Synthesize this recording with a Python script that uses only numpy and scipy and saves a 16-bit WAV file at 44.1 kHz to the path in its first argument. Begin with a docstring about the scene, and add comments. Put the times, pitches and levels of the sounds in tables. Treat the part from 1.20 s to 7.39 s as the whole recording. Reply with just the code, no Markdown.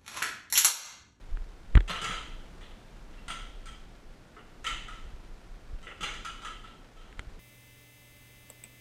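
"""In a hard-walled garage, a folded aluminium step ladder is carried across the floor and set down.
Its joints clatter and scrape, the rails ring, loose braces ping, rubber feet thud and the plastic top
cap clacks, all echoing in the room. Close by, a camera worn by the carrier thumps on its strap and
clicks in its mount. Body movement rumbles under a faint rustle of clothes and a steady room hiss."""
import sys
import numpy as np
from scipy import signal
from scipy.fft import rfft, irfft, next_fast_len
from scipy.io import wavfile
from scipy.ndimage import uniform_filter1d

SR = 44100
rng = np.random.default_rng(int(sys.argv[2]) if len(sys.argv) > 2 else 0)


def transcribe(signal):
    """Save signal, clipped to [-1, 1], as a 16-bit WAV file at the path in sys.argv[1]."""
    frames = np.atleast_2d(signal).T
    limited = np.clip(frames, -1, 1)
    pcm = np.round(limited * 32767).astype(np.int16)
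    wavfile.write(sys.argv[1], SR, pcm)


N = 273111


def undb(db):
    """Decibels to gain."""
    return 10 ** (np.asarray(db) / 20)


def unit(x):
    """Scale to rms 1."""
    return x / np.sqrt(np.mean(x ** 2))


def burst(x, db, span_s=0.034):
    """Scale a short sound to the energy of span_s seconds at the given level."""
    return x * undb(db) * np.sqrt(span_s * SR / np.sum(x ** 2))


def lookup(points, hz):
    """Read (Hz, value) points on a log-frequency axis."""
    point_hz, value = np.transpose(points)
    return np.interp(np.log(hz + 1), np.log(point_hz), value)


def colour(x, points, tilt_db_per_oct=0):
    """Minimum-phase filter through (Hz, dB) points, rolled off past both ends, tilted above 1400 Hz."""
    size = next_fast_len(len(x) + 2048, True) // 2 * 2
    hz = np.fft.rfftfreq(size, 1 / SR) + 1
    octaves_below = np.maximum(np.log2(points[0][0] / hz), 0)
    octaves_above = np.maximum(np.log2(hz / points[-1][0]), 0)
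    db = lookup(points, hz) - 20 * (octaves_below + octaves_above)
    db += tilt_db_per_oct * np.log2(np.maximum(hz / 1400, 1))
    cepstrum = irfft(db * np.log(10) / 20)
    cepstrum[1:size // 2] *= 2
    cepstrum[size // 2 + 1:] = 0
    return irfft(rfft(x, size) * np.exp(rfft(cepstrum)))[:len(x)]


def drift(rate_hz):
    """Smooth random curve with a spread near 1."""
    step = int(SR / rate_hz)
    return uniform_filter1d(np.repeat(rng.standard_normal(N // step + 1), step), step)[:N]


def add(out, start_s, x):
    """Mix x in at start_s."""
    i = int(start_s * SR)
    out[i:i + len(x)] += x[:N - i]


# Each row: frequency in Hz, gain in dB.
HISS_SPECTRUM = [(47, -10), (80, -3), (205, -4.5), (291, -7), (515, -10.5), (613, -13), (669, -12),
                 (1260, -18), (1380, -15), (1570, -18.5), (7610, -32.5), (15000, -45.5)]


def room_hiss(level_db=-55.5, waver_db=1.0):
    """Steady, dull air noise of the garage."""
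    air = unit(colour(rng.standard_normal(N), HISS_SPECTRUM))
    return air * undb(level_db + waver_db * drift(2.965))


# Body movement, lifting then carrying. Each row: time in seconds, relative level in dB.
LIFT_MOTION = [(0.0, -48), (0.164, -34), (0.418, -46), (0.48, -38)]
CARRY_MOTION = [(0.7, -40.5), (1.54, -43.5), (1.58, -51.5), (2.31, -40), (2.35, -45), (2.53, -41),
                (3.13, -57), (3.51, -39.5), (4.45, -48), (4.54, -38.5), (4.77, -54), (4.86, -39.5),
                (5.23, -49), (5.35, -46), (5.72, -53.5), (6.19, -40)]
# Camera body. Each row: frequency in Hz, gain in dB.
RUMBLE_SPECTRUM = [(18, 2), (30, 5), (52, -6.5), (70, -17), (100, -22), (220, -35.5), (300, -45)]


def body_movement(rumble_trim_db=-1.5, cloth_db=-66, grain_db=4):
    """The carrier's movement rumbles in the camera and faintly rustles the clothes."""
    times_s, levels_db = np.vstack([LIFT_MOTION, CARRY_MOTION]).T
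    motion_db = np.interp(np.arange(N) / SR, times_s, levels_db)
    rumble = unit(colour(rng.standard_normal(N), RUMBLE_SPECTRUM)) * undb(motion_db + rumble_trim_db)
    fibres = rng.standard_normal(N) * undb(grain_db * drift(300) + 0.83 * drift(15))
    cloth = unit(colour(fibres, [(250, -7), (1500, -5), (4000, -12), (10000, -27)]))
    return rumble + cloth * undb(cloth_db + 0.25 * (motion_db - np.mean(motion_db)))


# Each row: release in seconds, level in dB, sway in Hz, t60 in seconds, release length in seconds.
CAMERA_JOLTS = [(0.114, -17, 29.8, 0.31, 0.02), (0.5526, -3, 38.8, 0.17, 0.003),
                (0.5713, -2, 55.7, 0.046, 0.0027), (0.598, -26, 38.6, 0.089, 0.0017),
                (3.834, -31.5, 52.3, 0.16, .007), (3.931, -31.5, 49, 0.13, .007),
                (4.531, -22, 30.3, 0.079, 0.0067), (5.992, -30.5, 45, 0.067, 0.0018),
                (6.068, -31.5, 45.4, 0.19, .006)]


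def camera_thumps(strain_db=-17, strain_s=0.013, lead_s=0.1):
    """The strap strains, lets go, and the camera sways to rest with a deep thump."""
    out, t = np.zeros(N), np.arange(SR // 2) / SR - lead_s
    before, after = np.minimum(t, 0), np.maximum(t, 0)
    for time_s, db, sway_hz, t60_s, release_s in CAMERA_JOLTS:
        held = np.exp(-(after / release_s) ** 2)
        strain = undb(strain_db) * np.exp(before / strain_s)
        sway = -np.cos(2 * np.pi * sway_hz * after - np.pi / 5) * np.exp(-np.log(1000) * after / t60_s)
        add(out, time_s - lead_s, undb(db) * (held * strain + (1 - held) * sway))
    return out


# Each row: start in seconds, level in dB, treble tilt in dB per octave.
MOUNT_CLICKS = [(0.172, -44, -9), (0.5533, -25, -1), (0.5712, -28, -19), (0.5753, -25.5, -10.5),
                (0.6062, -36.5, -1.5), (5.9274, -50.5, 1.5), (5.9937, -34.5, 2)]
# Plastic shell of the mount. 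Each row: frequency in Hz, gain in dB.
SHELL_SPECTRUM = [(300, 1.5), (900, -9.5), (1350, -3), (2000, -3), (2800, -10), (3250, -2.5), (4200, -18.5),
                  (4900, -32.5), (7500, -23.5), (12000, -46)]


def mount_clicks(size=4096, chatter_db=-12, decay_s=0.0014, tail_db=-27, tail_s=0.017):
    """The plastic camera mount clicks, dry and right at the microphone."""
    out, t = np.zeros(N), np.arange(size) / SR
    envelope = np.exp(-t / decay_s) + undb(tail_db) * np.exp(-t / tail_s)
    for start_s, db, tilt in MOUNT_CLICKS:
        contact = undb(chatter_db) * rng.standard_normal(size) * envelope
        contact[0] -= 1  # one hard snap leads the chatter
        add(out, start_s, burst(colour(contact, SHELL_SPECTRUM, tilt), db, span_s=0.0042))
    return out


# Each row: band centre in Hz, t60 in seconds.
GARAGE_DECAY = [(200, 1), (1300, 0.55), (3200, 0.75), (7000, 0.6), (14000, 0.38)]


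def garage_response(t, near_db, early_s=0.029, direct_db=-4, build_s=0.0028):
    """Direct sound and sparse floor and bench echoes, near_db above a tail whose top dies first."""
    early = rng.standard_normal(len(t)) * np.exp(-t / early_s)
    early *= rng.random(len(t)) < 1 / 20
    early /= np.sqrt(np.sum(early ** 2))
    early[0] += undb(direct_db)
    hz = np.fft.rfftfreq(len(t), 1 / SR)
    phases = np.exp(2j * np.pi * rng.random(len(hz)))
    centres_hz, t60s = np.transpose(GARAGE_DECAY)
    tail = np.zeros(len(t))
    for weights, t60_s in zip(np.eye(len(t60s)), t60s):
        band = irfft(phases * lookup(list(zip(centres_hz, weights)), hz))
        tail += band * np.exp(-np.log(1000) * t / t60_s)
    return undb(near_db) * unit(early) + unit(tail * (1 - np.exp(-t / build_s)))


def rattle(t, decay_s, spread_db=5, grain=32):
    """A dying shower of small, uneven rebounds."""
    strength = undb(spread_db * np.repeat(rng.standard_normal(len(t) // grain), grain))
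    return rng.standard_normal(len(t)) * strength * np.exp(-t / decay_s)


# Each row: frequency in Hz, relative level in dB, t60 in seconds.
RAIL_MODES = [(1003, -11.5, 0.17), (1227, 1, 0.075), (1289, -7, 0.25), (1309, 10, 0.083), (1333, 5.5, 0.19),
              (1348, 11, 0.046), (1380, -16.5, 0.32), (1655, -2.5, 0.075), (1984, -13.5, 0.091),
              (1970, -11, 0.095), (2080, -29, 0.072), (2930, -14, 0.11), (3140, -30, 0.23),
              (3170, -36, 0.15), (3426, -14, 0.2), (4060, -23.5, 0.3), (4650, -27, 0.082)]


def rail_ring(t, grip_detune=0.012, place_spread_db=2, attack_s=0.0015):
    """The rails ring: the shifting grip detunes the modes, the place of the blow weights them."""
    hz, mode_db, t60_s = np.transpose(RAIL_MODES)
    held_hz = hz * (1 + grip_detune * rng.standard_normal(len(hz)))
    poles = 2j * np.pi * held_hz - np.log(1000) / t60_s
    modes = undb(mode_db)[:, None] * np.exp(poles[:, None] * t)
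    weights = undb(place_spread_db * rng.standard_normal(len(hz)))
    phases = np.exp(2j * np.pi * rng.random(len(hz)))
    return ((weights * phases) @ modes).imag * (1 - np.exp(-t / attack_s))


# Dense wall modes of the steps and braces. Each row: frequency in Hz, gain in dB.
CLATTER_SPECTRUM = [(120, -10), (220, -17), (600, -11), (1050, -6), (1320, -1), (1600, -6.5), (2000, 0.5),
                    (2400, -5.5), (3100, 1), (3750, -8.5), (4050, -8), (4400, -13), (4800, -27),
                    (5600, -52.5)]
# Metal edges at the joints. Each row: frequency in Hz, gain in dB.
SCRAPE_SPECTRUM = [(3500, -10), (4750, 6), (5350, -4), (6100, 4.5), (7500, 1), (9200, -3.5), (10500, -11.5),
                   (13000, -21), (15000, -26)]


def ladder_blow(ring_db, scrape_db, rattle_s, near_db, size=20480):
    """One blow rattles the joints and rings the rails. Ring and scrape are in dB re the clatter."""
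    t = np.arange(size) / SR
    ring = rail_ring(t[:size // 2])
    contacts = rattle(t[:size // 4], rattle_s)
    joint_room = garage_response(t, near_db)  # the ladder moves: new echoes for every blow
    rail_room = garage_response(t, near_db + 4)  # the rails reach close to the camera
    parts = [(colour(contacts, CLATTER_SPECTRUM), joint_room, 0),
             (colour(contacts, SCRAPE_SPECTRUM), joint_room, scrape_db),
             (ring, rail_room, ring_db)]
    blow = sum(burst(signal.fftconvolve(sound, room)[:size], db) for sound, room, db in parts)
    edge_tick = colour(rattle(t[:size // 10], decay_s=0.01), SCRAPE_SPECTRUM)
    blow[:len(edge_tick)] += burst(edge_tick, scrape_db - 8.5)
    return blow


# Each row: start in seconds, clatter level in dB, ring and scrape offsets in dB,
# slap lag in seconds, slap level in dB re the touch.
LADDER_KNOCKS = [(0.678, -39, -7.5, -12.5, .017, 6.5), (0.743, -44, -1, -13, .022, 0.5),
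                 (0.816, -37, -3, -7.5, 0.026, 1), (0.888, -38, -7.5, -12, .034, 0),
                 (0.964, -51.5, 5.5, -10, 0.037, -20), (1.409, -52, -18, -17, 0.025, -4.5),
                 (1.93, -61.5, -21, -17, 0.049, 1.5), (2.081, -41.5, -3, -9, 0.021, 2),
                 (2.457, -49.5, -2.5, -7, 0.058, -14), (3.443, -37.5, -6, -11, 0.023, 5.5),
                 (3.683, -47, 0, -12, 0.051, -7), (4.628, -53.5, -2.5, -10, 0.047, -2),
                 (4.807, -40, -8.5, -10.5, .022, 7.5), (4.939, -51, -3, -5.5, 0.024, -6),
                 (5.048, -41, 1.5, -8, 0.037, -13.5), (5.219, -50, 2.5, -8.5, 0.029, 7.5),
                 (5.44, -54, 1.5, -15, 0.031, -3.5), (5.766, -59, -3.5, -13, .045, -1.5)]


def ladder_knocks(bounce_s=0.03, bounce_db=-10):
    """After a first touch, the loose half slaps against the other and bounces once, softly."""
    out = np.zeros(N)
    for start_s, db, ring_db, scrape_db, lag_s, slap_db in LADDER_KNOCKS:
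        touch = ladder_blow(ring_db + 1.5, scrape_db, rattle_s=0.0093, near_db=-3)
        slap = ladder_blow(ring_db + 1.5, scrape_db - 1, rattle_s=0.0073, near_db=-1)
        bounce = ladder_blow(ring_db, scrape_db - 2, rattle_s=0.013, near_db=-7.5)
        add(out, start_s, touch * undb(db))
        add(out, start_s + lag_s, slap * undb(db + slap_db))
        add(out, start_s + lag_s + bounce_s, bounce * undb(db + slap_db + bounce_db))
    return out


# Each row: start in seconds, level in dB.
FOOT_BUMPS = [(0.695, -42.5), (0.82, -46.5), (0.895, -44.5), (3.476, -67), (4.809, -47), (4.95, -60)]
# Flexing frame. Each row: frequency in Hz, gain in dB.
FRAME_SPECTRUM = [(110, -15.5), (175, 2), (260, -14), (420, -14), (800, -19), (1200, -16.5)]


def rubber_feet(size=16384, contact_s=0.0019, near_db=16):
    """The ladder's soft feet meet the concrete and flex the frame with a dull thud."""
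    out, t = np.zeros(N), np.arange(size) / SR
    for start_s, db in FOOT_BUMPS:
        thud = colour(rattle(t, contact_s), FRAME_SPECTRUM)
        add(out, start_s, burst(signal.fftconvolve(thud, garage_response(t, near_db))[:size], db))
    return out


# Each row: start in seconds, level in dB, pitch in Hz.
BRACE_PINGS = [(1.428, -60, 3530), (1.981, -60.5, 2780), (2.081, -53.5, 8600), (2.104, -52.5, 8700),
               (2.456, -62.5, 8600), (2.486, -54, 3170), (2.535, -60, 3150)]


def brace_pings(size=12288, split=0.028, t60_cycles=150, contact_s=0.0026, near_db=4):
    """A loose brace or rivet chatters and rings in a close pair of modes; high pings die sooner."""
    out, t = np.zeros(N), np.arange(size) / SR
    for start_s, db, hz in BRACE_PINGS:
        phase = 2 * np.pi * hz * t
        pair = np.sin(phase * (1 + split / 2)) + np.sin(phase * (1 - split / 2))
        decay = np.exp(-np.log(1000) * hz * t / t60_cycles)
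        ping = signal.fftconvolve(pair * decay, rattle(t, contact_s))[:size]
        add(out, start_s, burst(signal.fftconvolve(ping, garage_response(t, near_db))[:size], db))
    return out


# Each row: start in seconds, level in dB, treble tilt in dB per octave.
CAP_CLACKS = [(3.166, -49.5, -13), (3.189, -56, -5), (4.668, -43.5, 2.5), (4.713, -48.5, -0.5)]
# Each row: frequency in Hz, gain in dB.
CAP_SPECTRUM = [(400, 3), (1000, -9.5), (1380, 8), (1650, -4), (1980, 4), (2400, -5), (3000, 2.5),
                (3450, -8), (4000, -32), (7000, -47)]


def top_cap(size=32768, contact_s=0.0032, near_db=5):
    """The ladder's plastic top cap knocks with a short, hollow clack."""
    out, t = np.zeros(N), np.arange(size) / SR
    for start_s, db, tilt in CAP_CLACKS:
        clack = colour(rattle(t[:size // 4], contact_s), CAP_SPECTRUM, tilt)
        add(out, start_s, burst(signal.fftconvolve(clack, garage_response(t, near_db))[:size], db))
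    return out


def scene():
    """Ladder, camera, carrier and room in mono."""
    ladder = ladder_knocks() + brace_pings() + top_cap() + rubber_feet()
    camera = mount_clicks() + camera_thumps()
    return (ladder + camera + body_movement() + room_hiss())[None]


def record(dry):
    """The camera cuts the treble above 15250 Hz."""
    return signal.sosfilt(signal.ellip(8, 0.2, 70, 15250, fs=SR, output="sos"), dry)


dry = scene()
out = record(dry)
transcribe(out)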